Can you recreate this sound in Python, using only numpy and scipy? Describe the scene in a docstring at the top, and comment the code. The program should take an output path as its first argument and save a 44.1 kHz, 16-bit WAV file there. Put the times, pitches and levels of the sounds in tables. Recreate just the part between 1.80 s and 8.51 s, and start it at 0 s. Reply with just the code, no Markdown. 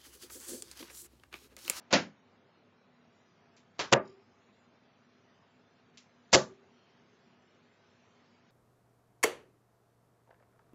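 """Darts in a bristle board

Two darts thud into a bristle board on the wall of a small quiet room, close to a camera microphone.
Two dry knocks and a faint tick come before the first dart, another tick before the second; a fan hums softly.
Thuds are ringing modes with a dull noise tail; knocks and ticks are coloured clicks and reflections.
The thuds overflow the converter, whose peaks wrap round to the other sign and crackle."""
import sys
import numpy as np
from scipy import signal
from scipy.io import wavfile
from scipy.ndimage import uniform_filter1d

SR = 44100
rng = np.random.default_rng(int(sys.argv[2]) if len(sys.argv) > 2 else 0)


def file_out(sig):
    """Save sig as 16-bit WAV at sys.argv[1]."""
    # one column per channel
    cols = np.atleast_2d(sig).T
    # limit, then scale
    lim = np.clip(cols, -1, 1)
    pcm = np.round(lim * 32767).astype(np.int16)
    wavfile.write(sys.argv[1], SR, pcm)


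def invert_db(x):
    """Field ratio 10**(x/20) for x, a level in decibels (scalar or array-like)."""
    u = np.asarray(x, float) / 20
    return 10 ** u


N = 295822  # length in samples


def evened(x):
    """Scales to rms 1."""
    return x / np.sqrt(np.mean(x ** 2) + 1e-20)


def read(points, hz):
    """Reads a table on a log-frequency axis."""
    f, value = np.transpose(points)
    return np.interp(np.log(hz + 1), np.log(f + 1), value)


def add(mix, s, sound):
    """Mixes a sound in at time s."""
    part = mix[round(s * SR):][:len(sound)]
    part += sound[:len(part)]


def colour(x, spectrum):
    """Causal minimum-phase filter with the given spectrum, scaled to unit energy."""
    hz = abs(np.fft.fftfreq(8192, 1 / SR))
    log_gain = np.log(invert_db(np.maximum(read(spectrum, hz), -100)))
    taps = np.fft.ifft(np.exp(np.conj(signal.hilbert(log_gain)))).real[:4096]
    return signal.oaconvolve(x, taps / np.linalg.norm(taps))[:len(x)]


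def resonate(x, hz, width):
    """One resonance of gain 1: shifts its pitch to zero, smooths, shifts back."""
    turn = np.exp(2j * np.pi * hz * np.arange(len(x)) / SR)
    r = np.exp(-np.pi * width / SR)
    return 2 * (turn * signal.lfilter([1 - r], [1, -r], x / turn)).real


# how long the room rings in each band: (f/Hz, t60/s)
ROOM_DECAY = [(100, 0.41), (250, 0.28), (600, .2), (1500, 0.23), (4000, .19), (8000, 0.22)]


def tail(count=22050):
    """Dense reflections, each band dying at the room's speed; starts at rms 1."""
    hz, t, z = signal.stft(rng.standard_normal(count), SR, nperseg=256)
    decay = invert_db(-60 * t / read(ROOM_DECAY, hz)[:, None])
    return signal.istft(z * decay, SR, nperseg=256)[1][:count]


def knock(s, db, snap_db, lead, lead_db, spectrum):
    """A soft hiss swells, then a few sharp early clicks and the room's answer."""
    room = tail()
    t = np.arange(len(room)) / SR
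    clicks_per_s = 900
    signs = rng.choice([-1., 1.], len(t))
    clicks = signs * (rng.random(len(t)) < clicks_per_s / SR) * np.sqrt(SR / clicks_per_s)
    clicks[0] = np.sqrt(SR / clicks_per_s)  # the first click is certain
    hit = room * (1 - np.exp(-t / .003)) + invert_db(snap_db) * clicks * np.exp(-t / 0.0093)
    u = np.linspace(0, 1, round(lead * SR) + 2)
    swell = invert_db(lead_db + 9 * (u - 1.5)) * np.minimum(u / .2, 1)  # ends 4.5 dB under lead_db
    hiss = swell * rng.standard_normal(len(u))
    return s - len(u) / SR, invert_db(db) * colour(np.r_[hiss, hit], spectrum)


# darts landing: (t/s, thud level/dB, delay of the bright clicks t/s, bright clicks level/dB,
#                 reference of the short bright hiss before them level/dB)
LANDINGS = [(2.119, -18.5, 0.0069, -58.5, -33.5), (4.5284, -16.5, .001, -18, -37.5)]


def darts():
    """Each landing: a thud, a low shove and a short bright hiss; the second dart also clatters loudly."""
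    sounds = []
    for s, db, delay, click_db, hiss_db in LANDINGS:
        sounds += [thud(s, db), shove(s, db), hiss_and_clicks(s + delay, click_db, hiss_db)]
    return sounds


# dull body of a thud in the room: (f/Hz, level/dB per Hz)
THUD_BODY = [(29, -59), (50, -26.5), (191, -13), (273, -13), (619, -6), (796, -11), (1840, -16.5),
             (2800, -28.5), (3600, -45), (7500, -66), (9750, -87), (16500, -120)]


def thud(s, db):
    """The point drives into the fibres for some ms: the board rings unevenly, the room answers dully."""
    body = tail()
    t = np.arange(len(body)) / SR
    rise_s, body_db = .0155, -2.5  # drive into the fibres; body against the board's modes
    swell = np.sin(np.pi / 2 * np.minimum(t / rise_s, 1)) ** 2
    direct = 1 + .95 * np.exp(-(t / .023) ** 4)  # the direct sound stands above the reflections
    ring = board_ring(t)
    ring = ring / ring[:2000].std()
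    return s, invert_db(db) * swell * direct * (ring + invert_db(body_db) * colour(body, THUD_BODY))


# modes of board and wall: (f/Hz, level/dB, t60/s)
BOARD_MODES = [(140.9, -7.5, .17), (210.4, -8, 0.22), (242.5, -24, 0.5), (366.1, -5, .24), (390, -23, .66),
               (509.4, -4, 0.2), (547.8, 0, 0.16), (574.1, 3.5, .13), (619.7, -1, .2), (682.4, -3.5, .16),
               (851.3, -12, .22), (922.4, -10, .2), (1181.6, -13, .28), (1658, -12.5, .13)]


def board_ring(t):
    """Decaying modes of board and wall, each wavering at random as reflections blur it."""
    blur = .8  # size of the wavering against the steady part
    ring = 0
    for hz, mode_db, t60 in BOARD_MODES:
        waver = evened(uniform_filter1d(rng.standard_normal((2, len(t))), size=700))
        tone = np.exp(2j * np.pi * (hz * t + rng.random()))
        blurred = (1 + blur * (waver[0] + 1j * waver[1])) * tone
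        ring = ring + invert_db(mode_db - 60 * t / t60) * blurred.real
    return ring


def shove(s, db):
    """The whole board is shoved against the wall: one low decaying sine just after the blow."""
    delay_s, pitch_hz, level_db, t60_s = .0065, 144.6, 5, .045  # level against the blow
    t = np.arange(0, .1, 1 / SR)
    return s + delay_s, -invert_db(db + level_db - 60 * t / t60_s) * np.sin(2 * np.pi * pitch_hz * t)


# bright colour of the hiss and clicks: (f/Hz, level/dB per Hz)
BRIGHT_COLOUR = [(600, -31), (1200, -25), (2500, -9), (4000, -1), (6500, -4), (8000, -6.5)]


def hiss_and_clicks(s, db, hiss_db):
    """A 10.5 ms bright hiss, then sharp clicks and reflections at their own level."""
    return knock(s, db, 4.5, .0105, hiss_db - db, BRIGHT_COLOUR)


# treble resonances of the chatter: (f/Hz, width of each of two passes f/Hz, level/dB)
CHATTER_MODES = [(3877, 150, -7), (4960, 690, -0.5), (6900, 360, -7.5)]


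def chatter():
    """A faint treble chatter in quick throbs soon after the first dart: throbbing noise through resonances."""
    peak_s, peak_db, throb_hz = 2.278, -68, 45
    rise_db_per_s, fall_db_per_s = 330, 230
    t = np.arange(-.08, .1, 1 / SR)
    db = peak_db + np.minimum(rise_db_per_s * t, -fall_db_per_s * t)
    throb = (.5 + .5 * np.cos(2 * np.pi * throb_hz * t)) ** 0.78
    grit = throb * rng.standard_normal(len(t))
    ring = 0
    for hz, width, mode_db in CHATTER_MODES:
        ring = ring + invert_db(mode_db) * evened(resonate(resonate(grit, hz, width), hz, width))
    return peak_s + t[0], invert_db(db) * ring * signal.windows.tukey(len(t), .3)


# knocks in the room: (t/s, level/dB, early clicks level/dB, length of the soft hiss before t/s,
#                      reference of that hiss against the knock level/dB)
KNOCK_TIMES = [(0.1279, -16, -4.5, .023, -16), (1.9928, -27.5, -4, 0.0096, -19)]
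# colour of the first knock: (f/Hz, level/dB per Hz)
FIRST_KNOCK = [(29, -49.5), (50, -33.5), (100, -20), (210, -3), (431, -10.5), (533, -2.5), (1220, -12),
               (1570, -9), (4900, -15), (7170, -24), (7800, -52.5), (10100, -46.5), (17200, -120)]
# colour of the second knock: (f/Hz, level/dB per Hz)
SECOND_KNOCK = [(29, -73), (50, -26), (210, -14), (544, -8), (687, -9.5), (1050, -7), (1400, -11),
                (2200, -12.5), (5000, -15), (6730, -23), (7800, -26.5), (10100, -47), (17200, -120)]


def knocks():
    """Two dry knocks: early clicks and room reflections, each knock in its own colour."""
    return [knock(*row, spectrum) for row, spectrum in zip(KNOCK_TIMES, (FIRST_KNOCK, SECOND_KNOCK))]


# faint ticks: (t/s, level/dB, early clicks level/dB)
TICK_TIMES = [(1.7666, -59.5, 0.5), (4.1739, -52, 5.5)]
# thin bright colour of a tick: (f/Hz, level/dB per Hz)
TICK_COLOUR = [(300, -43), (700, -31), (1400, -21), (2000, -5), (2800, -4), (5600, -5), (7900, -8.5)]


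def ticks():
    """Two faint bright ticks: clicks and reflections after a very short hiss."""
    return [knock(*row, 0.0027, -21, TICK_COLOUR) for row in TICK_TIMES]


# hum lines of the fan: (f/Hz, width of each of two passes f/Hz, level/dB)
FAN_LINES = [(243, 14, -74), (410, 20, -87), (678, 24, -82), (1260, 16, -89)]


def fan():
    """The fan's hum: noise narrowed into wavering lines."""
    noise = rng.standard_normal(N)
    return sum(invert_db(db) * evened(resonate(resonate(noise, hz, w), hz, w)) for hz, w, db in FAN_LINES)


# colour of the room tone: (f/Hz, level/dB per Hz)
AIR_COLOUR = [(18, -35), (30, -18.5), (69, -24), (92, -5), (124, -7.5), (244, -5.5), (274, -15.5),
              (388, -8.5), (537, -12.5), (1210, -16), (2500, -21), (5010, -29), (7800, -35.5),
              (10100, -70.5), (17200, -120)]


def air():
    """Soft patchy hiss: noise in short frames, its treble flickering and slowly creeping up."""
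    level_db, sheen_db, sheen_db_per_s = -66.5, -2, .5  # sheen is weighted by the treble curve
    frames, hz = N // 256 + 5, np.fft.rfftfreq(1024, 1 / SR)
    a, b, patches, streaks = rng.standard_normal((frames, 513, 4)).T
    # thin long flickers, and broader patches
    streaks = evened(uniform_filter1d(uniform_filter1d(streaks, size=2, axis=0), size=24, axis=1))
    patches = evened(uniform_filter1d(uniform_filter1d(patches, size=10, axis=0), size=12, axis=1))
    sheen = sheen_db + sheen_db_per_s * np.arange(frames) * 256 / SR
    treble = np.clip(np.log2(hz / 1200 + 0.00085) / 2, 0, 1.5)[:, None]
    db = read(AIR_COLOUR, hz)[:, None] + 1.3 * patches + treble * (sheen + 3.2 * streaks)
    z = (a + 1j * b) * invert_db(db)
    return invert_db(level_db) * evened(signal.istft(z, nperseg=1024, noverlap=768)[1][:N])


def mains(t):
    """Mains hum: a steady 100 Hz sine at -80.5 dB rms."""
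    return invert_db(-80.5) * np.sqrt(2) * np.sin(2 * np.pi * 100 * t)


def scene():
    """All sources at the microphone."""
    t = np.arange(N) / SR
    opening = invert_db(6 * np.exp(-t / .06))  # air and fan start a little louder and settle
    mix = (air() + fan()) * opening + mains(t)
    for s, sound in [*knocks(), *ticks(), *darts(), chatter()]:
        add(mix, s, sound)
    return mix[None]


def converter(x):
    """A 16 kHz converter: peaks past full scale wrap round to the other sign."""
    full_scale = .3
    low = signal.resample_poly(x, 160, 441, axis=1)
    wrapped = (low + full_scale) % (2 * full_scale) - full_scale
    x = signal.resample_poly(wrapped, 441, 160, axis=1)[:, :N]
    return np.pad(x, ((0, 0), (0, N - x.shape[1])))


# threshold of the gate before the bass lifts it: (f/Hz, level/dB)
GATE_THRESHOLD = [(1500, -115), (2500, -105), (4000, -105), (6000, -107), (8000, -107)]


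def gate(x):
    """Drops bins under a threshold that rises with the bass level, leaving holes and thin tones in the hiss."""
    hz, t, z = signal.stft(x, SR, nperseg=2048, noverlap=1536)
    power = uniform_filter1d(abs(z) ** 2, size=5, axis=2)
    bass = power[:, hz < 1000].sum(1, keepdims=True)
    lift = (1 + bass / invert_db(-56) ** 2) ** 0.92
    threshold = invert_db(read(GATE_THRESHOLD, hz))[:, None] ** 2 * lift
    kept = z / (1 + (threshold / (power + 1e-24)) ** 4)
    return signal.istft(kept, SR, nperseg=2048, noverlap=1536)[1][:, :N]


def roll_off(x):
    """The treble ends steeply here."""
    return signal.sosfilt(signal.butter(12, 8080, fs=SR, output="sos"), x)


def record(dry):
    """The camera's chain: wrapping converter, bass cut, gate, band limit and a faint wide hiss."""
    x = converter(dry)
    bass_cut = signal.butter(N=3, Wn=98, btype="high", fs=SR, output="sos")  # Hz
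    x = gate(signal.sosfilt(bass_cut, x))
    band_limit = signal.firwin(401, 7650, window=("kaiser", 8), fs=SR)  # Hz
    x = signal.oaconvolve(x, band_limit[None], "same")
    x = x + invert_db(-99) * rng.standard_normal(x.shape)  # faint wide hiss of the last bits
    return roll_off(x)


dry = scene()
out = record(dry)
file_out(out)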